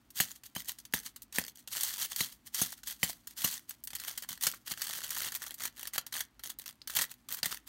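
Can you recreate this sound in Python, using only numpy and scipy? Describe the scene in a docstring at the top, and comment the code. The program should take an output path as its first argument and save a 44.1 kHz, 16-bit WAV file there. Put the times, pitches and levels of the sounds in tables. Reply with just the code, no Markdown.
"""Under a steady faint room hum, kitchen foil on a workbench snaps and crackles throughout, near the microphone.
Eight taps fall among the strokes in the first three and a half seconds: each thumps the bench, clacks,
squeezes out air and collapses the foil around the finger. Creases buckle and ring briefly as shaped noise bursts,
a sliding finger gives modulated noise, a few wide facets ring on one note, and a rip is a run of small jerks.
A short diffuse tail of the room follows the sounds of foil and bench."""
import sys
import numpy as np
from scipy import signal
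from scipy.fft import rfft, irfft, next_fast_len
from scipy.io import wavfile
from scipy.ndimage import uniform_filter1d, map_coordinates

SR = 44100
rng = np.random.default_rng(int(sys.argv[2]) if len(sys.argv) > 2 else 0)


def wrap_up_sound(samples):
    """Save the sound to the file named by the first command line argument, as 16-bit audio."""
    columns = np.atleast_2d(samples).T
    # keep every value between -1 and 1, then stretch to whole-number steps
    tamed = np.clip(columns, -1, 1)
    steps = np.round(tamed * 32767).astype(np.int16)
    wavfile.write(sys.argv[1], SR, steps)


N = 339084
TOP_HZ = 15750  # upper band limit


def amp(db):
    """Logarithmic level: decibels to amplitude gain."""
    return 10 ** (np.asarray(db) / 20)


def unit(x):
    """Power normalisation: each row at rms 1."""
    return x / np.sqrt(np.mean(x ** 2, axis=-1, keepdims=True) + 1e-20)


def along(points, hz):
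    """Logarithmic frequency scale: (f/Hz, value) points interpolated along it."""
    f, v = np.transpose(points)
    return np.interp(np.log(hz + 1), np.log(f), v)


def curve(rows):
    """Linear interpolation in time: (t/s, value) rows as one value per sample."""
    return np.interp(np.arange(N) / SR, *np.transpose(rows))


def filtered(x, gain):
    """Minimum-phase filtering: folding the cepstrum makes a causal filter of a gain per frequency."""
    m = 2 * next_fast_len(N // 2 + SR // 4)
    log_gain = np.log(np.maximum(gain(np.fft.rfftfreq(m, 1 / SR)), 1e-6))
    cepstrum = irfft(log_gain)
    # doubles positive times and removes negative ones
    fold = 1 + np.sign(m // 2 - np.arange(m)) * (np.arange(m) > 0)
    response = np.exp(rfft(cepstrum * fold))
    return irfft(rfft(x, m) * response, m)[:N]


def coloured(x, spectrum):
    """Spectral shaping: x takes on the spectrum, while white noise keeps its power."""
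    in_band = amp(along(spectrum, np.arange(TOP_HZ)))
    norm = np.sqrt(np.mean(in_band ** 2) * TOP_HZ / (SR / 2))
    return filtered(x, lambda hz: amp(along(spectrum, hz)) / norm)


def place(times, sounds):
    """Superposition: the rows of sounds are summed, each starting at its time."""
    starts = np.round(np.maximum(times, 0) * SR).astype(int)
    index = starts[:, None] + np.arange(sounds.shape[1])
    return np.bincount(index.ravel(), sounds.ravel(), N)[:N]


def band(x, lo_hz, hi_hz):
    """Band limitation: a gentle band-pass."""
    return signal.sosfilt(signal.butter(2, [lo_hz, hi_hz], "bandpass", fs=SR, output="sos"), x)


def wobble(rate):
    """Band-limited fluctuation: a smooth random curve with rate knots a second."""
    knots = rng.standard_normal(int(N * rate / SR) + 4)
    return map_coordinates(knots, [np.arange(N) * rate / SR])


# background spectrum of the room: f/Hz, relative density level/dB
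HUM_SPECTRUM = [(20, -39), (50, 5), (85, -13), (120, -3), (160, -14), (235, -2.5), (330, -11), (480, -24.5),
                (700, -20), (1200, -20.5), (4000, -29), (15000, -43.5)]


def background_hum():
    """Stationary noise: the room's steady background is white noise shaped by its spectrum."""
    return amp(-67.5) * coloured(rng.standard_normal(N), HUM_SPECTRUM)


def facets(count, ripple_db, tilt_db, size=2048):
    """Modal density: every facet has its own crowd of resonances and brightness (dB per octave), one per row."""
    hz = np.fft.rfftfreq(size, 1 / SR)
    ripple = signal.resample(rng.standard_normal((count, 64)), len(hz), axis=1)
    octaves = np.log2((hz + 1000) / 6000)
    gain = amp(ripple_db * ripple + tilt_db[:, None] * octaves)
    return unit(irfft(rfft(rng.standard_normal((count, size))) * gain))


def buckles(times, db, tilt_db, attack, t60, ring_db, ring_t60, ripple_db, brittle=0.3):
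    """Snap-through: a facet flips with a crack, then bending waves die away; bright small facets die soonest."""
    ring = facets(len(times), ripple_db, tilt_db)
    t = np.arange(ring.shape[1]) / SR
    age = t * amp(brittle * tilt_db)[:, None]
    decay = amp(-60 * age / t60) + amp(ring_db - 60 * age / ring_t60)
    return place(times, amp(db)[:, None] * ring * (1 - np.exp(-t / attack)) * decay)


# the clearest creases that snap through: t/s, relative level/dB, brightness/(dB per octave)
CREASES = [(0.104, -47.5, 3.5), (0.189, -35, 1), (0.435, -47.0, -2), (0.551, -40, -0.5), (0.656, -49.5, 0),
           (0.685, -34.5, 7), (0.786, -44.0, 1), (0.852, -45, -0.5), (1.032, -50, 2.0), (1.061, -43, -1.5),
           (1.161, -43, -0.5), (1.22, -41, 4.5), (1.325, -43.5, -2), (1.359, -35.0, -2),
           (1.48, -40.5, -0.5), (1.675, -40.5, -0.5), (1.808, -29.0, 1.5), (1.833, -25.0, 1.5),
           (2.118, -38.5, -4), (2.161, -29.5, 1.5), (2.545, -29.5, 1), (2.598, -43, -4), (2.721, -41, 2.5),
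           (2.833, -44.0, -1.0), (2.879, -36, 9), (3.272, -37.5, 1.5), (3.694, -34, 9.5),
           (3.838, -32, 10.5), (3.873, -35.5, 3.0), (3.904, -45, -1), (3.932, -42, -3), (3.952, -32.5, 2.5),
           (3.999, -39.5, -0.5), (4.077, -39.5, 1), (4.177, -34.5, 1.0), (4.223, -38.5, -0.5),
           (4.289, -35, 1), (4.41, -38, 2), (4.424, -30.5, 2.5), (4.435, -26.5, 1.5), (4.468, -23.5, -1.5),
           (4.678, -41, -2), (4.71, -39.5, -2.5), (4.818, -29, 1), (5.105, -30, 4), (5.182, -32, 5),
           (5.245, -39.5, -2.5), (5.263, -38, 6), (5.32, -36.5, 3), (5.35, -31.5, 2), (5.429, -42, 1),
           (5.479, -42.0, 4), (5.542, -37, 5), (5.605, -41, -1.5), (5.635, -33.5, 2.5), (5.653, -29, 1.5),
           (5.872, -34.5, 2), (5.935, -36, 1.5), (5.98, -27, -0.5), (6.065, -39.5, 0), (6.126, -38.5, -1.0),
           (6.206, -30.5, 0), (6.394, -50, -2.5), (6.436, -38, 1.5), (6.465, -41.5, 5), (6.5, -36.5, 0.5),
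           (6.587, -37, 7), (6.659, -41.5, -0.5), (6.874, -36, 1.5), (6.951, -28, 7), (6.964, -24.5, 4),
           (6.988, -27.0, -2.5), (7.018, -24.5, 2.5), (7.287, -39, 0.5), (7.324, -31.5, 4), (7.345, -33, 6),
           (7.43, -30.5, -1.5), (7.457, -27.5, -0.5)]


def snaps(follow_db=-8, scatter_db=3):
    """Elastic instability: large creases give way singly, often with a weaker neighbour just before or after."""
    s, db, tilt_db = np.transpose(CREASES)
    chance = rng.uniform(0, 1, (len(s), 3))
    follows = chance[:, 0] < .55
    near = s - .006 + .021 * chance[:, 1]
    weaker = db + follow_db + scatter_db * (2 * chance[:, 2] - 1)
    times = np.r_[s, near[follows]]
    levels = np.r_[db, weaker[follows]]
    tilts = np.r_[tilt_db, tilt_db[follows]]
    return buckles(times - .0003, levels + 3.5, tilts, attack=0.00077, t60=0.024,
                   ring_db=-9, ring_t60=0.077, ripple_db=2.5)


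RISE_DB_PER_S, FALL_DB_PER_S = 1100, 430  # how a stroke takes hold and lets go


def swell(start, length, db, fall):
    """Exponential growth and decay: a level in dB that rises quickly, holds, and falls by fall dB a second."""
    t = np.arange(N) / SR
    return db - RISE_DB_PER_S * np.maximum(start - t, 0) - fall * np.maximum(t - start - length, 0)


# strokes in which a finger rubs or bends the sheet: start t/s, length/s, relative crackle level/dB
FINGER_STROKES = [(0.159, 0.04, -42.5), (0.293, 0.04, -49), (0.358, 0.008, -50), (0.454, 0.014, -48),
                  (0.598, 0.02, -51), (0.684, 0.018, -38), (1.051, 0.02, -43.5), (1.341, 0.04, -44.5),
                  (1.554, 0.008, -55), (1.584, 0.016, -51), (1.715, 0.09, -40), (1.80, 0.165, -40.5),
                  (1.984, 0.072, -36.5), (2.089, 0.21, -48), (2.179, 0.03, -38.5), (2.32, 0.012, -47),
                  (2.463, 0.014, -49.5), (2.547, 0.13, -38.5), (2.662, 0.08, -49), (2.775, 0.012, -50),
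                  (2.87, 0.06, -41), (2.989, 0.04, -52), (3.061, 0.045, -39), (3.307, 0.008, -53),
                  (3.378, 0.185, -39), (3.69, 0.03, -46.5), (3.949, 0.29, -51), (4.072, 0.035, -41),
                  (4.295, 0.054, -43), (4.421, 0.082, -36), (4.536, 0.012, -43), (4.661, 0.03, -49),
                  (4.698, 0.027, -38.5), (4.754, 0.05, -48), (4.804, 0.29, -43.5), (5.105, 0.2, -41),
                  (5.319, 0.15, -49), (5.508, 0.01, -46), (5.584, 0.008, -46), (5.603, 0.075, -43),
                  (5.756, 0.125, -50.5), (5.943, 0.018, -43), (6.133, 0.075, -41), (6.439, 0.07, -51),
                  (6.592, 0.035, -52), (6.68, 0.014, -40), (6.89, 0.06, -47), (6.954, 0.068, -35),
                  (7.091, 0.028, -49), (7.299, 0.1, -49), (7.466, 0.083, -41.5), (7.67, 0.01, -48)]
# the finger slaps the foil onto the bench; also played by the four tap sounds below:
# t/s, clack level/dB, final clack f/Hz, thump and air level/dB, splash level/dB (all levels relative)
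FINGER_TAPS = [(0.2012, -15, 1713, -42, -26), (0.5612, -27.5, 1600, -44.5, -39.5),
               (0.937, -15, 1660, -41, -31), (1.3839, -14.5, 1730, -42, -34),
               (2.206, -17.5, 1939, -44, -29.5), (2.6139, -41, 3000, -39.5, -26),
               (3.0302, -13, 1940, -39, -29), (3.442, -24.5, 2920, -40.5, -26)]
REST_DB = -78  # effort of resting fingers
WAVER_DB, WAVER_HZ = 2.1, 35.08  # the fingers never press evenly
ARCH_DB = 5  # a stroke is this much stronger in its middle than at its ends
SETTLE_DB, SETTLE_DB_PER_S = -20, 94  # the foil settles after a stroke: level relative to it, fading
PRESS_LAG_S = 0.011  # the finger presses hardest this long after it lands
PRESS_DB, RELAX_DB_PER_S = -6, 215  # effort of a tap: peak relative to the splash column, and its ebb


def bending():
    """Mechanical drive: the effort on the sheet in dB is the strongest of strokes, taps and resting hand."""
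    t = np.arange(N) / SR
    effort = np.full(N, float(REST_DB))
    for start, length, db in FINGER_STROKES:
        off_centre = np.clip(2 * (t - start) / length - 1, -1, 1)
        arch = ARCH_DB * (1 / 4 - off_centre ** 4)
        effort = np.maximum(effort, swell(start, length, db, FALL_DB_PER_S) + arch)
        effort = np.maximum(effort, swell(start, length, db + SETTLE_DB, SETTLE_DB_PER_S))
    for s, _, _, _, splash_db in FINGER_TAPS:
        press = swell(s + PRESS_LAG_S, 0, splash_db + PRESS_DB, RELAX_DB_PER_S)
        effort = np.maximum(effort, press)
    return effort + WAVER_DB * wobble(WAVER_HZ)


# sliding gives a fine grain, bending and tearing a coarse one: t/s, share of sliding before its ceiling
SLIDE_SHARE = [(0, 0.57), (1.6, 0.19), (1.9, 0.78), (3.55, 0.6), (3.85, 0.42), (6.7, 0.07), (7.0, 0.31)]


def sliding_share():
    """Power division: even a smooth slide keeps setting off some separate buckles."""
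    return np.clip(curve(SLIDE_SHARE), 0, .7)


def crackle(bend_db, rate=380, colour_db=3.0):
    """Crackling noise: tiny unequal buckles grow stronger and more frequent with harder bending."""
    # rate is the most grains a second
    passed = np.cumsum(rate * np.clip(amp((bend_db + 40) / 2), .25, 1)) / SR
    count = int(passed[-1])
    at = np.searchsorted(passed, np.sort(rng.uniform(0, passed[-1], count)))
    size = amp(6.5 * np.clip(rng.standard_normal(count), -2, 2))
    # a large buckle relieves the stress that its neighbours would have released
    size /= np.sqrt(uniform_filter1d(size ** 2, size=13))
    db = bend_db[at] + 20 * np.log10(size) + 6
    tilt_db = colour_db * np.clip(rng.standard_normal(count), -2, 2)
    grains = buckles(at / SR, db, tilt_db, attack=.0001, t60=.007, ring_db=-17, ring_t60=.04, ripple_db=4.6)
    return grains * np.sqrt(1 - sliding_share())


def sliding(bend_db, slips_hz=450, wrinkles_hz=75, rough_db=2.0):
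    """Stick-slip friction: skin slips too fast for single snaps to be told apart, and catches on wrinkles."""
    grip = amp(rough_db * (wobble(slips_hz) + wobble(wrinkles_hz)))
    return unit(grip * rng.standard_normal(N)) * amp(bend_db) * np.sqrt(sliding_share())


def rumble(bend_db, under_db=-26):
    """Structure-borne sound: the working hand shakes the bench into a dull rumble where it bends the sheet."""
    shaking = unit(band(rng.standard_normal(N), lo_hz=58.6, hi_hz=196))
    return amp(bend_db + under_db) * (1 - sliding_share()) * shaking


def ticks(times, db, colour_db=-0.74):
    """Small-scale buckling: brief rings of random brightness."""
    tilt_db = colour_db * (1 / 2 + np.clip(rng.standard_normal(len(times)), -1, 2))
    return buckles(times, db, tilt_db, attack=.0001, t60=.009, ring_db=-16, ring_t60=.05, ripple_db=4.5)


# stray creases: draws per second, level over the effort, largest level
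STRAY_RATE, STRAY_OVER_DB, STRAY_MAX_DB = 14, 17.5, -34


def stray_creases(bend_db):
    """Threshold release: random creases stand out of the crackle only while the sheet is worked."""
    working = np.flatnonzero(bend_db > REST_DB + 15)  # a resting hand sets off no creases
    draws = rng.uniform(0, 1, int(STRAY_RATE * N / SR))
    stray = working[(draws * len(working)).astype(int)]
    return ticks(stray / SR, np.minimum(bend_db[stray] + STRAY_OVER_DB, STRAY_MAX_DB))


# the hand bumps the bench softly: t/s, relative level/dB
HAND_BUMPS = [(4.305, -56.5), (4.468, -51), (4.712, -53), (6.989, -51.5), (7.43, -53.5), (7.46, -50)]
# resonances of the bench top: f/Hz, relative level/dB, t60/s
BENCH_MODES = [(100, -22, 0.053), (186, -24.5, 0.078), (250, -21, 0.18), (712, -20.5, 0.07)]
PUSH_HZ, PUSH_LAG_S = 187, 0.00525  # the soft fingertip's push: its centre pitch, and when it peaks
REBOUND_S, REBOUND_DB = 0.0114, -13  # the bench kicks back once, weaker


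def push(u):
    """Impulsive force: one rounded pulse centred on u = 0 s."""
    squared = (np.pi * PUSH_HZ * u) ** 2
    return (1 - 2 * squared) * np.exp(-squared)


def thumps(gain_db=9.5):
    """Impact excitation: each tap or bump pushes the bench, which rebounds and faintly rings in its modes."""
    s, db = np.transpose([(row[0], row[3]) for row in FINGER_TAPS] + list(HAND_BUMPS))
    t = np.arange(SR // 6) / SR - PUSH_LAG_S
    after = np.maximum(t, 0)
    chance = rng.standard_normal((len(s), len(BENCH_MODES), 2))
    ring = 0
    for k, (hz, level, t60) in enumerate(BENCH_MODES):
        decay = amp(level + 2 * chance[:, k, :1] - 60 * after / t60)
        pitch = hz * (1 + 0.02 * chance[:, k, 1:])
        ring = ring + decay * np.sin(2 * np.pi * pitch * after)
    knock = push(t) + amp(REBOUND_DB) * push(t - REBOUND_S) + ring
    return place(s, amp(db + gain_db)[:, None] * knock)


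def clacks(t60=0.0085, glide=0.73, glide_time=0.00032):
    """Contact mechanics: foil hits the bench in a few cycles whose pitch drops as the contact widens."""
    s, db, hz, _, _ = np.transpose(FINGER_TAPS)
    t = np.arange(SR // 20) / SR
    # the pitch starts higher by a share of 2 * glide and settles on hz
    phase = 2 * np.pi * hz[:, None] * (t + glide * 2 * glide_time * (1 - np.exp(-t / glide_time)))
    ring = np.sin(phase) + 0.82 * rng.standard_normal(phase.shape)
    shape = (1 - np.exp(-t / 0.00057)) * amp(-60 * t / t60)
    return place(s + .0004, amp(db + 3.5)[:, None] * ring * shape)


def splashes():
    """Cascade buckling: just after a tap the foil around the finger collapses in a rush."""
    s, _, _, _, db = np.transpose(FINGER_TAPS)
    return buckles(s + 0.00082, db + 8.5, np.zeros(len(s)), attack=0.0023, t60=0.049,
                   ring_db=-28, ring_t60=0.094, ripple_db=6.5)


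def puffs(t60=0.024):
    """Volume displacement: each tap squeezes trapped air from under the sheet in a short hollow knock."""
    s, _, _, db, _ = np.transpose(FINGER_TAPS)
    t = np.arange(SR // 12) / SR
    air = unit(band(rng.standard_normal((len(s), len(t))), lo_hz=394, hi_hz=1330))
    shape = (1 - np.exp(-t / 0.0013)) * amp(-60 * t / t60)
    return place(s + 0.001964, amp(db + 8.5)[:, None] * air * shape)


# wide facets that pop with a pitch of their own: t/s, level/dB, f/Hz
WIDE_FACETS = [(3.096, -35, 925), (4.538, -35.5, 1410), (5.98, -25.5, 1690), (6.817, -38, 4650),
               (7.431, -20, 4490)]


def pops(rough=2.5, t60=.022):
    """Single-mode resonance: a wide facet flips and rings for a moment on one slightly rough note."""
    s, db, hz = np.transpose(WIDE_FACETS)
    t = np.arange(SR // 12) / SR
    drift = rough * np.cumsum(rng.standard_normal((len(s), len(t))), axis=1) / 10
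    tone = np.sin(2 * np.pi * hz[:, None] * t + drift)
    return place(s, amp(db)[:, None] * tone * amp(-60 * t / t60))


# the foil rips in a run of small jerks: start (s), length (s), jerks a second, middle level (dB)
RIP_START, RIP_LENGTH, RIP_RATE, RIP_DB = 4.83, 0.48, 68, -33.5


def rip():
    """Intermittent fracture: a tear advances in small jerks, uneven in time and level."""
    jerk = rng.uniform(-0.9, 1, (int(RIP_LENGTH * RIP_RATE), 2))
    times = RIP_START + (np.arange(len(jerk)) + .5 + jerk[:, 0] / 2) / RIP_RATE
    return ticks(times, RIP_DB + 3.5 * jerk[:, 1])


# the sheet's voice: f/Hz, relative density level/dB
FOIL_VOICE = [(100, -15.5), (450, -17.5), (950, -8), (1450, -4.5), (1900, 0), (2450, -8), (3200, 1),
              (3750, -2.5), (4550, 1), (5000, -3.5), (6400, 0.5), (7400, -3), (8500, -0.5), (10400, -4.5),
              (12000, -0.5), (15500, -2.5)]
# lifting of the foil: t/s, low-note gain level/dB
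LIFT_GAIN = [(0, -5), (1.4, -3.5), (1.85, -3.5), (3.5, -4), (4.1, 2), (4.5, -1.5), (5.7, 3), (6.3, 1),
             (7.3, 1.5)]


def radiated(buckling):
    """Radiation efficiency: lifted foil radiates more of its low notes than foil pressed flat."""
    sheet = coloured(buckling, FOIL_VOICE)
    low = signal.sosfiltfilt(signal.butter(2, 2400, fs=SR, output="sos"), sheet)
    return sheet + (amp(curve(LIFT_GAIN)) - 1) * low


# reverberation of the room: f/Hz, t60/s
ROOM_DECAY = [(150, 0.33), (2000, 0.21), (15000, 0.047)]


def room(x):
    """Diffuse reverberation: the walls answer with a short noise tail whose decay depends on frequency."""
    hz, t, z = signal.stft(rng.standard_normal(SR // 3), SR, nperseg=256)
    decay = amp(-60 * t / along(ROOM_DECAY, hz)[:, None])
    tail = signal.istft(z * decay, SR, nperseg=256)[1]
    delayed = np.pad(tail / np.linalg.norm(tail), (SR // 200, 0))  # 5 ms before the first answer
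    return signal.fftconvolve(x, delayed)[:N]


def scene():
    """Linear superposition: foil, bench and room add up at one microphone."""
    bend_db = bending()
    buckling = snaps() + crackle(bend_db) + sliding(bend_db) + stray_creases(bend_db) + splashes() + rip()
    near = radiated(buckling) + rumble(bend_db) + thumps() + clacks() + puffs() + pops()
    return (near + amp(-18.5) * room(near) + background_hum())[None]


def record(dry):
    """Transducer bandwidth: the microphone loses the deepest bass, the recorder all above its band limit."""
    thin = signal.sosfilt(signal.butter(4, 46, "highpass", fs=SR, output="sos"), dry)
    return signal.sosfilt(signal.ellip(10, .1, 80, TOP_HZ, fs=SR, output="sos"), thin)


dry = scene()
out = record(dry)
wrap_up_sound(out)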